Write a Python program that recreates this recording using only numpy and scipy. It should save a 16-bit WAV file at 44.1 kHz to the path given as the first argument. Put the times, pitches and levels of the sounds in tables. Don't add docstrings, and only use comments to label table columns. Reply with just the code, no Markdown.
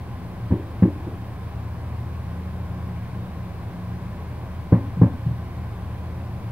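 import sys
import numpy as np
from scipy import signal
from scipy.fft import rfft, irfft, next_fast_len
from scipy.io import wavfile
from scipy.ndimage import uniform_filter1d

SR = 44100
rng = np.random.default_rng(int(sys.argv[2]) if len(sys.argv) > 2 else 0)


def wav_record(signal):
    frames = np.transpose(np.atleast_2d(signal))
    bounded = np.clip(frames, -1, 1)
    quanta = np.round(bounded * 32767).astype(np.int16)
    wavfile.write(sys.argv[1], SR, quanta)


def voltage_ratio(decibels):
    exponent = np.asarray(decibels, float) / 20
    return 10 ** exponent


N = 287091

# (frequency [Hz], level [dB])
HISS_COLOUR = [(1000, -4.5), (4000, 1), (7000, -5.5), (9000, -0.5), (12500, -0.5), (16000, 0)]
# (frequency [Hz], level [dB])
WHINES = [(6988, -88), (12565, -95)]
# (frequency [Hz], level per Hz [dB])
WASH_COLOUR = [(20, -39), (40, -6), (68, -2), (95, 4.5), (145, -2.5), (220, -6.5), (400, -13), (700, -14),
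               (1150, -22.5), (1350, -25), (2300, -26), (2700, -30.5), (5000, -39.5), (7000, -49),
               (16000, -68)]
# (frequency [Hz], likeness [0-1])
WASH_LIKENESS = [(30, 0.97), (100, 0.93), (400, 0.88), (800, 1), (1500, 1), (3000, 0.58), (6000, 0.52)]
# (centre [Hz], width [Hz], steadiness [0-1])
HOLLOWS = [(81.1, 2.6, 0.79), (113.1, 17.8, 0.1), (178, 16.7, 0.56)]
DRONE_DB = [-37, -37, -44.5]
# (centre [Hz], width [Hz], level [dB])
NOOKS = [(57.5, 5.4, -47), (238, 14, -60.5), (356.3, 10, -58), (802, 63, -56), (1033, 197, -51),
         (1563, 320, -59.5)]
# (closest time [s], half length [s], level [dB], engine note [Hz])
PASSES = [
    (2.2, .5, -35, 88),
    (2.75, .4, -39.5, 178),
    (3.6, .6, -38.5, 178),
    (5.6, .4, -37, 95.6),
    (6.1, .3, -44.5, 170),
]
# (time [s], level [dB])
BURSTS = [
    (0.5064, 35.5),
    (0.8233, 50),
    (4.7227, 50.5),
    (5.0145, 48),
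]
# (roof lag [ms], roof level [dB], wall lag [ms], wall level [dB])
PATHS = [(2.95, 5.5, 11.1, 5), (3.96, -10.5, 10.5, -6), (2.62, 4, 6.62, -6.5), (2.59, 7, 6.76, -4)]
# (level [dB], brightness [dB per octave])
CRACKLES = [(-35, -1.5), (-34, 1), (-29.5, -0.85), (-29.5, -1.1)]
# (streets level [dB], their centre [Hz], towers level [dB], their centre [Hz])
RETURNS = [(-10, 350, -18, 275), (-21, 322, -24, 330), (-26, 280, -18, 130), (-25.5, 260, -14.5, 121)]
# (centre [Hz], width [Hz], level [dB])
BALCONY = [(92, 4.2, -1), (114, 14.4, 4), (179.5, 24, 7.5), (239, 10.2, 3.5), (292, 9.1, -9.5),
           (338, 16, -6.5), (500, 76, -4), (787, 37, -4), (1110, 270, -7)]
# (frequency [Hz], T60 [s])
STREETS_T60 = [(60, 0.93), (150, 0.48), (300, 0.41), (450, 0.3), (1500, 0.22)]
# (frequency [Hz], level [dB])
CRACK_COLOUR = [(300, -32), (430, -2), (540, 9), (670, -7), (820, -5.5), (930, -2.5), (1060, -5.5),
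                (1350, -21), (1650, -15.5), (2250, -23.5), (2700, -31.5), (6000, -67.5)]
# (frequency [Hz], T60 [s])
CRACK_T60 = [(500, 0.25), (1200, 0.28), (2200, 0.29)]


def evened(x):
    return x / np.sqrt(np.mean(x ** 2) + 1e-20)


def read(points, hz):
    f, value = np.transpose(points)
    return np.interp(np.log(hz + 1), np.log(f + 1), value)


def ringing(hz, centre_hz, width):
    return 1j * hz * width / (centre_hz ** 2 - hz ** 2 + 1j * hz * width)


def hiss():
    size = next_fast_len(N)
    t = np.arange(N) / SR
    colour = voltage_ratio(read(HISS_COLOUR, np.fft.rfftfreq(size, 1 / SR)))
    noise = irfft(rfft(rng.standard_normal((2, size))) * colour, size)[:, :N]
    tones = sum(np.sqrt(2) * voltage_ratio(db) * np.sin(2 * np.pi * f * t) for f, db in WHINES)
    return voltage_ratio(-59.5) * evened(noise - 0.026 * noise[::-1]) + tones


def wash():
    frames = N // 512 + 5
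    hz = np.fft.rfftfreq(2048, 1 / SR)
    a, b, c, d, patches = rng.standard_normal((frames, 1025, 5)).T
    patches = uniform_filter1d(patches, 12, 0)
    patches = evened(uniform_filter1d(patches, 10, 1))
    same = np.clip(read(WASH_LIKENESS, hz), -1, 1)[:, None]
    left = a + 1j * b
    right = same * left + np.sqrt(1 - same ** 2) * (c + 1j * d)
    spectrum = np.array([left, right]) * voltage_ratio(read(WASH_COLOUR, hz)[:, None] + 0.77 * patches)
    noise = signal.istft(spectrum, nperseg=2048, noverlap=1536)[1][:, :N]
    return voltage_ratio(-37.5) * evened(noise)


def murmur(centre_hz, width, steadiness, apart):
    size = next_fast_len(N)
    hz = np.fft.rfftfreq(size, 1 / SR)[:size // 8]
    common, left, right = rng.standard_normal((3, len(hz))) + 1j * rng.standard_normal((3, len(hz)))
    ears = common + apart * np.array([left, right])
    x = np.fft.ifft(ears * ringing(hz, centre_hz, width) ** 2, size)
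    swing = abs(x).mean(0) + 1e-12
    steadied = x / swing ** np.clip(steadiness, 0, 1)
    return evened(steadied.real[:, :N])


def rumble():
    note_spread = 0.42
    t = np.arange(N) / SR
    loud = 0
    for drone_db, (hz, width, steadiness) in zip(DRONE_DB, HOLLOWS):
        power = voltage_ratio(drone_db) ** 2
        for closest_s, half_s, db, note_hz in PASSES:
            nearness = np.exp(-(np.log2(hz / note_hz) / note_spread) ** 2)
            swell = 1 / (1 + ((t - closest_s) / half_s) ** 2) ** 2
            power = power + voltage_ratio(db) ** 2 * nearness * swell
        loud = loud + np.sqrt(power) * murmur(hz, width, steadiness, apart=0.029)
    faint = sum(voltage_ratio(db) * murmur(f, width, steadiness=0.087, apart=.05 + f / 1500)
                for f, width, db in NOOKS)
    return loud + faint


def scatter(t60, rise_s, every):
    t = np.arange(SR // 2) / SR
    signs = rng.choice([-1., 1.], (3, len(t)))
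    hits = (rng.random((3, len(t))) < 1 / every) * signs
    taps = (hits[0] + 0.11 * hits[1:]) * (1 - np.exp(-t / rise_s)) ** 2
    hz, frame_s, z = signal.stft(taps, SR, nperseg=256)
    decay = voltage_ratio(-60 * frame_s / read(t60, hz)[:, None])
    tail = signal.istft(z * decay, SR, nperseg=256)[1]
    return tail / np.sqrt(np.sum(tail[0] ** 2))


def delay(hz, s):
    return np.exp(-2j * np.pi * hz * s)


def shock_wave(hz):
    blast_hz, air_hz = 92, 300
    push_pull = 1j * hz * blast_hz / (1j * hz + blast_hz) ** 2
    return push_pull / (1 + 1j * hz / air_hz) ** 2 / (1 + (hz / 1800) ** 4)


def street_echoes(hz, size, centre_hz):
    echoes = rfft(scatter(STREETS_T60, rise_s=0.0037, every=140), size)
    return echoes * ringing(hz, centre_hz, 0.42 * centre_hz) ** 2


def tower_return(hz, size, centre_hz, balcony):
    smear = rfft(scatter([(100, 0.4)], rise_s=0.002, every=60), size)
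    thud = (1 + 1.68 * smear) * delay(hz, .246)
    return thud * ringing(hz, centre_hz, 0.72 * centre_hz) ** 2 * (0.83 + 0.19 * balcony)


def ragged_crack(hz, size, level_db, bright_db):
    cluster = rfft(scatter(CRACK_T60, rise_s=0.0018, every=52), size)
    return voltage_ratio(level_db + 50.0 + bright_db * np.log2(1 + hz / 700)) * cluster


def fireworks():
    size = next_fast_len(N + SR)
    hz = np.fft.rfftfreq(size, 1 / SR)
    balcony = sum(voltage_ratio(db) * ringing(hz, f, width) for f, width, db in BALCONY)
    booms = cracks = 0
    for (s, db), path, (crackle_db, bright_db), returns in zip(BURSTS, PATHS, CRACKLES, RETURNS):
        roof_ms, roof_db, wall_ms, wall_db = path
        streets_db, streets_hz, towers_db, towers_hz = returns
        roofs = 1 + voltage_ratio(roof_db) * delay(hz, roof_ms / 1000)
        near = roofs * (1 + voltage_ratio(wall_db) * delay(hz, wall_ms / 1000))
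        streets = voltage_ratio(streets_db + 22.0) * street_echoes(hz, size, streets_hz)
        towers = voltage_ratio(towers_db + 7.0) * tower_return(hz, size, towers_hz, balcony)
        booms = booms + voltage_ratio(db) * delay(hz, s) * (near * balcony + streets + towers)
        cracks = cracks + delay(hz, s) * ragged_crack(hz, size, crackle_db, bright_db)
    microphone_hz = 32
    bass_cut = (1j * hz / (1j * hz + microphone_hz)) ** 2 * hz ** 2 / (hz ** 2 + 36 ** 2)
    booms = booms * shock_wave(hz) * bass_cut * voltage_ratio(-0.5)
    return irfft(booms + cracks * voltage_ratio(read(CRACK_COLOUR, hz)), size)[:, :N]


def scene():
    left, right = fireworks() + rumble() + wash()
    lag = 3
    left = voltage_ratio(.45) * np.pad(left, (lag, 0), "edge")[:N]
    return np.array([left, right])


def roll_off(x):
    return signal.sosfilt(signal.butter(12, 16580, fs=SR, output="sos"), x)


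def record(dry):
    x = dry + hiss()
    squeezed = x / (1 + x ** 6) ** (1 / 6) * 1.06
    edge = signal.ellip(14, .1, 70, 15730, fs=SR, output="sos")
    limited = signal.sosfiltfilt(edge, squeezed, padtype="even")
    mix = np.clip(limited - .004, -1, 1)
    return roll_off(mix)


dry = scene()
out = record(dry)
wav_record(out)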